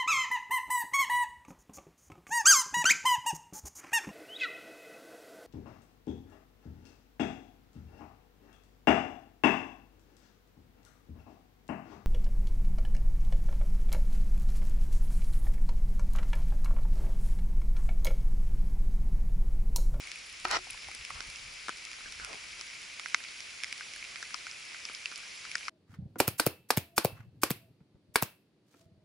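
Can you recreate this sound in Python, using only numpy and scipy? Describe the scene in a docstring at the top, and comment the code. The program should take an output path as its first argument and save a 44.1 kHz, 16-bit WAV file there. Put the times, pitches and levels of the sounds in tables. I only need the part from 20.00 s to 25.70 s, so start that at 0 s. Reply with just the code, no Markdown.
"""Forest camp in steady rain: single drips from the trees land close to a small hand-held camera.
Each near drip sums a noise splash and spray, a damped thud, a tick and a low push; strays fall further off.
An enamel mug is knocked and dragged off a stump: decaying sines and noise through its modes.
Rain is coloured noise plus a patter of damped sines; a sleeve rustles in gliding noise bands.
Low lumpy noise is air on the microphone while the camera swings."""
import sys
import numpy as np
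from scipy import signal
from scipy.io import wavfile
from scipy.ndimage import uniform_filter1d

SR = 44100
rng = np.random.default_rng(int(sys.argv[2]) if len(sys.argv) > 2 else 0)


def pcm_store(signal):
    """Save signal as 16-bit PCM."""
    levels = np.round(np.clip(np.atleast_2d(signal), -1, 1) * 32767)
    wavfile.write(sys.argv[1], SR, levels.astype(np.int16).T)


N = 251193


def gain_of(db):
    """Amplitude ratio of a level in dB."""
    return 10 ** (np.asarray(db) / 20)


def evened(x):
    """Scales to unit RMS."""
    return x / np.sqrt(np.mean(x ** 2) + 1e-20)


def peaked(x, db):
    """Scales to a peak level, shared by both channels."""
    return gain_of(db) * x / abs(x).max()


def read(points, hz):
    """Interpolates a spectrum over log frequency."""
    f, value = np.transpose(points)
    return np.interp(np.log(hz + 1), np.log(f + 1), value)


def curve(rows, column=1, outside=None):
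    """Interpolates a table column over the whole scene."""
    rows = np.array(rows)
    return np.interp(np.arange(N) / SR, rows[:, 0], rows[:, column], left=outside, right=outside)


def panned(x, db):
    """Stereo with a left-minus-right level difference."""
    return np.array([x * gain_of(db / 2), x * gain_of(-db / 2)])


def add(mix, s, sound):
    """Mixes in a sound at time s, cut at the end of the scene."""
    part = mix[:, round(s * SR):][:, :sound.shape[1]]
    part += sound[:, :part.shape[1]]


def coloured(x, colour):
    """Shapes x by a spectrum with the phase of a causal filter."""
    level_db = np.maximum(read(colour, abs(np.fft.fftfreq(8192, 1 / SR))), -100)
    log_gain = np.log(gain_of(level_db))
    minimum_phase = np.exp(np.conj(signal.hilbert(log_gain)))
    taps = np.fft.ifft(minimum_phase).real[:4096]
    return signal.oaconvolve(x, taps)[:len(x)]


def ring(x, hz, width):
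    """One resonance; complex input keeps one-sided output."""
    r = np.exp(-np.pi * width / SR)
    y = signal.lfilter([1 - r], [1, -r * np.exp(2j * np.pi * hz / SR)], x)
    return y if np.iscomplexobj(x) else 2 * y.real


def steep(x, hz, width):
    """The same resonance twice, for dark skirts."""
    return ring(ring(x, hz, width), hz, width)


def above(x, hz):
    """Attenuates what lies below hz."""
    return signal.sosfilt(signal.butter(3, hz, "high", fs=SR, output="sos"), x)


def below(x, hz):
    """Attenuates what lies above hz."""
    return signal.sosfilt(signal.butter(4, hz, fs=SR, output="sos"), x)


# splash resonances of the microphone port: f/Hz, width/Hz, relative level/dB
PORT_MODES = [(3600, 1300, -8), (5350, 900, 0), (7100, 700, -11)]
SPRAY_HZ, SPRAY_WIDTH_HZ = 10150, 2700


def drip(thud_db, thud_hz, t60, tick_db, tick_hz, splash_db, spray_db, push_db, pan_db, grit):
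    """A millisecond of splash and spray comes first, then a damped thud, a tick and a low push."""
    t = np.arange(grit.shape[1]) / SR
    burst = grit * np.exp(-t / 0.0012) * (1 - np.exp(-t / 0.00043))
    snap = burst + 1.37 * (np.arange(len(t)) == 26)  # hardest instant of the impact
    splash = sum(gain_of(db) * ring(snap, hz, width) for hz, width, db in PORT_MODES)
    splash = above(below(splash, 6300), 3100)
    spray = steep(burst, SPRAY_HZ, SPRAY_WIDTH_HZ)

    late = np.maximum(t - np.array([[.00064], [.0006]]), 0)  # left port hears the body a little later
    rise = 1 - np.exp(-late / 0.00024)
    cycles = thud_hz * (late + 0.00011 * (1 - np.exp(-late / 0.0009)))  # pitch sinks as the drop spreads
    thud = np.sin(2 * np.pi * cycles) * gain_of(-60 * late / t60) * rise
    tail = grit * gain_of(-60 * late / (3.8 * t60)) * (1 - np.exp(-late / 0.00057))  # rough and slower
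    thud = above(thud + .8 * steep(tail, thud_hz, 800), .6 * thud_hz)
    tick = np.sin(2 * np.pi * tick_hz * late) * gain_of(-60 * late / 0.0089) * rise
    tick = above(tick, 0.39 * tick_hz)
    push = above(np.sin(2 * np.pi * 380 * late) * np.exp(-late / 0.00093) * rise, 186)

    both = peaked(thud, thud_db) + peaked(tick, tick_db) + peaked(push, push_db)
    both = both + peaked(splash, splash_db) + peaked(spray, spray_db)
    return both * gain_of([[pan_db / 2], [-pan_db / 2]])


# near drips, peaks before panning: t/s, thud level/dB, thud f/Hz, tick level/dB, tick f/Hz,
# splash level/dB, spray level/dB, low push level/dB, left-right/dB
NEAR_DRIPS = [(0.0725, -67, 1740, -34, 2200, -44, -43, -77, 1),
              (0.116, -60, 1440, -30, 2250, -27.5, -38, -65, 1),
              (0.1575, -66, 1380, -33, 2450, -45, -36.5, -77, 2),
              (0.2626, -48, 1580, -46, 2440, -50, -39, -77, 0),
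              (0.3265, -67, 1690, -59, 2310, -41, -38, -77, -3),
              (0.6695, -46, 770, -59, 2540, -53, -52, -68, 10),
              (0.7012, -57, 1500, -32, 2570, -38, -50, -64.5, 7),
              (0.7058, -67, 1500, -59, 2400, -36, -23, -77, 4),
              (0.7311, -45, 1590, -42, 2250, -36, -42, -66, 1.8),
              (0.7443, -43, 960, -40, 2400, -50, -43, -82, 4),
              (0.8321, -55, 1470, -38, 2220, -48, -44, -59, -6),
              (0.885, -39, 790, -38, 2210, -39, -40, -51, 2),
              (0.914, -43, 1390, -32, 2160, -40, -40, -55, 3),
              (0.9487, -43, 1570, -57, 2080, -32, -32.5, -54, 1),
              (1.0494, -50, 1460, -32, 2340, -27.5, -39, -77, 0),
              (1.104, -29.5, 1150, -33.5, 1980, -47, -42, -54, -5),
              (1.205, -30.5, 1480, -36, 2030, -26.5, -50, -50, -4),
              (1.3, -53, 1690, -41, 2310, -34, -40, -77, 0),
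              (1.3584, -55, 1180, -37, 2670, -29.5, -60, -77, -1),
              (1.6832, -23.5, 1310, -33, 2050, -31, -44, -43, 5),
              (1.692, -20.5, 1290, -43, 1970, -29.5, -39, -37, 3),
              (1.851, -67, 1510, -38, 2600, -26, -38, -75, -1),
              (1.9144, -43.5, 1280, -35, 2320, -33, -42, -77, -4),
              (2.0062, -40.5, 1290, -59, 2510, -53, -57, -59, 0),
              (2.0588, -39, 1560, -59, 2470, -52, -70, -52, 2.6),
              (2.123, -46, 1460, -44, 2230, -30.5, -39, -77, 0),
              (2.1976, -35, 1500, -37, 2370, -40, -59, -52, 5),
              (2.247, -36, 1450, -32, 2370, -24.5, -30, -73, -1),
              (2.3294, -45, 1130, -37, 2450, -32, -52, -63, -5),
              (2.3445, -53, 1180, -41, 2400, -35, -45, -49, -1.7),
              (2.5935, -48, 1380, -55, 2270, -31, -52, -57, -2),
              (2.6104, -38, 1270, -35, 2190, -26, -39, -56, -2),
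              (2.996, -35.5, 1290, -28.5, 2100, -28.5, -41, -70, -3),
              (3.059, -26.5, 1550, -29, 2030, -32, -51, -60, -5),
              (3.145, -13.5, 1500, -12.5, 2080, -12.5, -50, -43, 0.5),
              (3.2385, -47, 1500, -37, 2300, -32, -55, -77, -1.7),
              (3.2483, -51, 1600, -29.5, 2340, -47, -52, -77, -0.6),
              (3.4042, -51, 1390, -33, 2340, -31.5, -42, -77, -5),
              (3.6351, -34.5, 1650, -23, 2330, -19.5, -29, -56, -3.3),
              (3.6434, -58, 1580, -25, 2120, -27, -45, -63, -1),
              (3.7261, -53, 1720, -23.5, 2270, -25, -39, -55, -3),
              (3.8083, -30.5, 1560, -37, 2050, -38, -55, -64, 0),
              (3.936, -67, 1530, -34, 2300, -30.5, -44, -72, -2.8),
              (3.9611, -38, 1650, -43, 2280, -37, -37, -66, -0.7),
              (4.0263, -56, 1450, -31, 2310, -42, -62, -77, -3.1),
              (4.0488, -67, 1530, -32.5, 2410, -34, -59, -77, -1),
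              (4.158, -40, 1450, -34, 2100, -34.5, -57, -62, -12),
              (4.2269, -28.5, 1490, -41, 2500, -30.5, -55, -55, 3),
              (4.306, -37, 1580, -42, 2260, -43, -70, -65, 2.3),
              (4.3428, -27.5, 1250, -30.5, 2220, -23.5, -44, -55, 3.5),
              (4.4673, -31, 1450, -32.5, 2240, -35, -55, -64, -2),
              (4.5122, -67, 1390, -46, 2390, -32, -65, -77, -1),
              (4.7455, -34.5, 1520, -32.5, 2070, -39, -55, -77, -2.7),
              (4.8522, -44, 1200, -36, 2700, -23, -44, -77, 0),
              (4.897, -37, 1310, -47, 2430, -44, -53, -47.5, 1),
              (4.9486, -56, 1570, -59, 2840, -26.5, -43, -79, -4),
              (5.057, -61, 1680, -20, 2680, -26, -45, -77, -2),
              (5.1152, -38, 1420, -45, 2180, -33, -57, -49, -3),
              (5.123, -38.5, 1290, -52, 2650, -49, -58, -75, -14),
              (5.158, -67, 1480, -47, 2440, -26.5, -42, -71, -1),
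              (5.1769, -59, 1530, -50, 2570, -34, -35, -64, 0),
              (5.2317, -40.5, 1420, -51, 2310, -44, -56, -70, -1.4),
              (5.4512, -36, 1370, -59, 2220, -37, -56, -67, 9),
              (5.5148, -67, 1390, -30, 2400, -30, -40, -77, 1),
              (5.5537, -18, 1600, -29, 2170, -18.5, -37, -48, 0.5),
              (5.5804, -67, 1390, -40, 2480, -31, -43, -59, 1),
              (5.6085, -38, 1620, -46, 2280, -45, -62, -72, -1.9),
              (5.6818, -23.5, 1240, -25.5, 2120, -26, -51, -64, 5.5)]
# thud cycles to fall 60 dB at a -30 dB peak; change per dB of peak
THUD_CYCLES, CYCLES_PER_DB = 11.5, -.17
SPLASH_SPREAD = 0.51  # noise of opposite sign at the two ports, relative to the shared noise


def near_drips():
    """Close drops; a heavier thud decays in fewer of its own cycles."""
    out = np.zeros((2, N))
    noises = rng.standard_normal((len(NEAR_DRIPS), 2, 2000))
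    for (s, thud_db, thud_hz, *row), noise in zip(NEAR_DRIPS, noises):
        t60 = (THUD_CYCLES + CYCLES_PER_DB * (thud_db + 30)) / thud_hz
        grit = noise[:1] + SPLASH_SPREAD * noise[1] * [[1], [-1]]
        add(out, s, drip(thud_db, thud_hz, t60, *row, grit))
    return out


STRAYS_PER_S, STRAY_LEAST_DB, STRAY_SPREAD_DB = 24, -42.5, 3.


def strays():
    """Small drips a few steps away at random moments, each with its own mix of thud, tick, splash and spray."""
    out = np.zeros((2, N))
    draws = rng.random((round(STRAYS_PER_S * N / SR), 8))
    for u, noise in zip(draws, rng.standard_normal((len(draws), 2, 1000))):
        size_db = STRAY_LEAST_DB - STRAY_SPREAD_DB * np.log(1 - .95 * u[1])
        thud_db, tick_db = size_db - 13 - 20 * u[2], size_db - 14 * u[3]
        splash_db, spray_db = size_db - 10 * u[4], size_db - 1.5 - 16 * u[5]
        thud_hz, tick_hz = 1100 + 600 * u[6], 2150 + 400 * u[6]
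        pan_db = 8 * (u[7] - .6)
        grit = noise[:1] + 0.37 * noise[1] * [[1], [-1]]
        sound = drip(thud_db, thud_hz, 0.04, tick_db, tick_hz, splash_db, spray_db, -85, pan_db, grit)
        add(out, u[0] * N / SR, sound)
    return out


# modes of the mug on its stump: f/Hz, relative level/dB, nominal t60/s
MUG_MODES = [(368, -19, 0.23), (537, -12.5, 0.025), (770, -2.5, 0.032), (960, -1, 0.028),
             (1310, 2.5, 0.041), (1500, -1, 0.019), (1840, -1.5, 0.029), (2400, -4, 0.034),
             (2850, -5.5, 0.025), (3850, -7.5, 0.012), (4280, -8, 0.025), (5100, -9, 0.018),
             (5420, -8.5, 0.016), (6700, -19, 0.018)]
# blows on the mug: t/s, peak level/dB, brightness/dB per octave, grit click peak level/dB
MUG_KNOCKS = [(0.448, -29, 5., -27), (0.4519, -14, 1, -25), (0.512, -18.5, 10, -16)]
# mug dragged over bark: t/s, RMS level/dB
MUG_DRAG = [(.452, -60), (.457, -41), (.47, -40.5), (.495, -42), (.509, -34), (.515, -32.5), (.53, -28),
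            (.569, -28), (.582, -44), (.592, -43)]


def mug():
    """Knocks and a rough drag shake the same modes; each port hears its own mix of them."""
    roughness_db = 1.9 * evened(uniform_filter1d(rng.standard_normal(N), 60))
    grains = rng.standard_normal((2, N)) * gain_of(roughness_db)
    grains = grains + 0.38 * grains[::-1] * [[0], [1]]  # the right port shares some of the left
    drag = sum(gain_of(db) * steep(grains, hz, 10.6 / t60) for hz, db, t60 in MUG_MODES)
    out = drag / drag.std(axis=1)[:, None] * gain_of(curve(MUG_DRAG, outside=-120))

    t = np.arange(9000) / SR
    phases = rng.uniform(-0.9, 1.0, (len(MUG_KNOCKS), len(MUG_MODES), 2, 1))
    for (s, peak_db, tilt_db, click_db), phase in zip(MUG_KNOCKS, phases):
        blow = 0
        for (hz, db, t60), p in zip(MUG_MODES, phase):
            level = gain_of(db + tilt_db * np.log2(hz / 1300))
            # bark damps most of it at once
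            decay = gain_of(-60 * t / (0.54 * t60)) + 0.15 * gain_of(-60 * t / t60)
            blow = blow + level * np.sin(2 * np.pi * hz * t + p) * decay
        click = above(rng.standard_normal((2, len(t))) * np.exp(-t / 0.0011), 2500)
        add(out, s, peaked(click, click_db))
        add(out, s, peaked(blow * (1 - np.exp(-t / 0.00042)), peak_db))

    hz, _, t60 = MUG_MODES[0]  # lifted free, the lowest mode rings on
    free = gain_of(-49.0 - 60 * t / t60) * np.sin(2 * np.pi * hz * t) * (1 - np.exp(-t / 0.0029))
    add(out, .575, panned(free, 3.3))
    return out


# sleeve rubs near the microphone: t/s, length/s, RMS level at the loudest point/dB,
# first centre f/Hz, last centre f/Hz, width/Hz
SLEEVE_RUBS = [(1.121, 0.14, -50, 1300, 1150, 900), (2.044, 0.061, -50, 1600, 1560, 300),
               (2.187, 0.11, -46, 1590, 1340, 503), (2.268, .12, -47, 700, 850, 900)]
RUB_PEAK_SHARE, RUB_ENDS_DB = 0.36, -12  # loudest point in the stroke; ends relative to it


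def sleeve():
    """Grainy noise in a broad gliding band that swells and fades, different at each port."""
    out = np.zeros((2, N))
    for s, length, peak_db, first_hz, last_hz, width in SLEEVE_RUBS:
        u = np.linspace(0, 1, round(length * SR))
        grains = rng.standard_normal((2, 8000))[:, :len(u)]
        grains = grains * gain_of(12. * uniform_filter1d(rng.standard_normal(8000), 100)[:len(u)])
        centre_hz = first_hz + (last_hz - first_hz) * u
        turn = np.exp(2j * np.pi * np.cumsum(centre_hz) / SR)
        band = (turn * steep(grains / turn + 0j, 0, width)).real  # filter at 0 Hz, shift back up
        swell_db = RUB_ENDS_DB * np.interp(u, [0, RUB_PEAK_SHARE, 1], [1, 0, 1])
        add(out, s, evened(band) * gain_of(peak_db + swell_db))
    return out


def hiss(colour, patchy_db):
    """Noise of a given spectrum with small drifting patches in time and frequency."""
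    frames = N // 128 + 5
    patches = uniform_filter1d(rng.standard_normal((frames, 257)).T, 8, 0)
    patches = evened(uniform_filter1d(patches, 12, 1))
    noise = coloured(rng.standard_normal(N + 512), colour)
    z = signal.stft(noise, nperseg=512, noverlap=384)[2][:, :frames]
    z = z * gain_of(patchy_db * patches[:, :z.shape[1]])
    return signal.istft(z, nperseg=512, noverlap=384)[1][:N]


# spectrum of far rain and microphone hiss, centre part: f/Hz, relative level/dB per Hz
CENTRE_COLOUR = [(12, -43), (30, -10.5), (60, -14), (500, -16.5), (870, -17), (1270, -10.5), (1800, -7),
                 (2270, 1.5), (2900, -4), (3700, -8), (5180, -4), (6300, -10), (7300, -11), (8700, -20.5),
                 (9800, -13.5), (11500, -21), (22000, -27)]
PATTER_PER_S, PATTER_SPREAD_DB = 500, 5


def patter():
    """Many small drops on leaves and litter at middle distance, each a few damped cycles; a few are large."""
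    size_db = PATTER_SPREAD_DB * np.minimum(rng.exponential(1, N), 4.5)
    size = gain_of(size_db) * (rng.random(N) < PATTER_PER_S / SR)
    kind, t, out = rng.integers(0, 24, N), np.arange(400) / SR, np.zeros((2, N))
    pitches_hz, pans = np.geomspace(900, 10500, 24), rng.uniform(-1, 1, 24)
    for k, (hz, pan) in enumerate(zip(pitches_hz, pans)):
        tap = np.sin(2 * np.pi * hz * t) * np.exp(-t * hz / 1.4) * np.sqrt(hz)
        out += panned(signal.oaconvolve(size * (kind == k), tap)[:N], 14.0 * pan)
    return evened(np.array([coloured(c, CENTRE_COLOUR) for c in out]))


# spectrum of the left-minus-right part: f/Hz, relative level/dB per Hz
SIDE_COLOUR = [(12, -55), (20, -29), (461, -8), (526, -7), (1790, -10), (2330, 0), (2810, -6), (3480, -9.5),
               (5320, -14.5), (7130, -11.5), (8580, -20.5), (10100, -16.5), (11500, -25), (15000, -55),
               (22000, -120)]
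# shower as the camera turns: t/s, centre hiss level/dB, left-right/dB
SHOWER_LEVEL = [(0.0, -46.5, 0.5), (0.25, -48, 0), (0.8, -47.5, 0.5), (1.17, -46.5, 1), (1.5, -47.5, 1),
                (2.3, -46.8, 0), (3.0, -47, -0.2), (4.16, -46.5, -0.4), (4.62, -47, -0.3), (5.1, -47, -0.5),
                (5.7, -46.5, -0.5)]
SIDE_DB, PATTER_DB = -6, -10.5  # relative to the centre hiss


def rain():
    """The far shower as centre and side hiss, with the patter on top."""
    centre = evened(hiss(CENTRE_COLOUR, patchy_db=0.85))
    side = gain_of(SIDE_DB) * evened(hiss(SIDE_COLOUR, patchy_db=1.5))
    both = np.array([centre + side, centre - side]) + gain_of(PATTER_DB) * patter()
    return both * panned(gain_of(curve(SHOWER_LEVEL)), curve(SHOWER_LEVEL, column=2))


# rumble spectrum: f/Hz, relative level/dB per Hz
AIR_COLOUR = [(12, -23), (30, 1.5), (60, -0.5), (100, -7), (160, -13), (250, -20), (500, -66)]
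# air on the microphone while the camera swings: t/s, level before lumps and puffs/dB
SWING_LEVEL = [(0.0, -72), (.25, -73), (.53, -59), (.8, -71), (1.3, -66), (1.5, -65), (1.65, -72),
               (2.1, -70), (2.4, -63), (2.6, -75), (3.0, -76)]
# sudden puffs of air: t/s, added peak level/dB, length/s
AIR_PUFFS = [(0.728, -63, 0.046), (0.885, -57, 0.043), (1.007, -57, 0.034), (1.166, -54, 0.084),
             (1.283, -56, 0.034), (1.464, -62, 0.07), (2.068, -63, .05), (2.222, -62, 0.093)]
LUMP_DB, LUMP_S = 1, .04


def rumble():
    """Low lumpy air noise with a few puffs, nearly the same in both channels."""
    a, b = (evened(coloured(rng.standard_normal(N), AIR_COLOUR)) for _ in range(2))
    lumps = evened(signal.oaconvolve(rng.standard_normal(N), np.hanning(round(LUMP_S * SR)), "same"))
    t = np.arange(N) / SR
    puffs = sum(gain_of(db) * np.exp(-(2 * (t - s) / length) ** 2) for s, db, length in AIR_PUFFS)
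    level = gain_of(curve(SWING_LEVEL, outside=-120) + LUMP_DB * lumps) + puffs
    return level * np.array([a + .15 * b, a - 0.072 * b])


def scene():
    """Sum of all sources."""
    return near_drips() + strays() + mug() + sleeve() + rain() + rumble()


EDGE_HZ = 11120


def record(dry):
    """The band limit of the recorder: a linear-phase low-pass."""
    taps = signal.firwin(401, EDGE_HZ, window=("kaiser", 8), fs=SR)
    return signal.oaconvolve(dry, taps[None], "same")


dry = scene()
out = record(dry)
pcm_store(out)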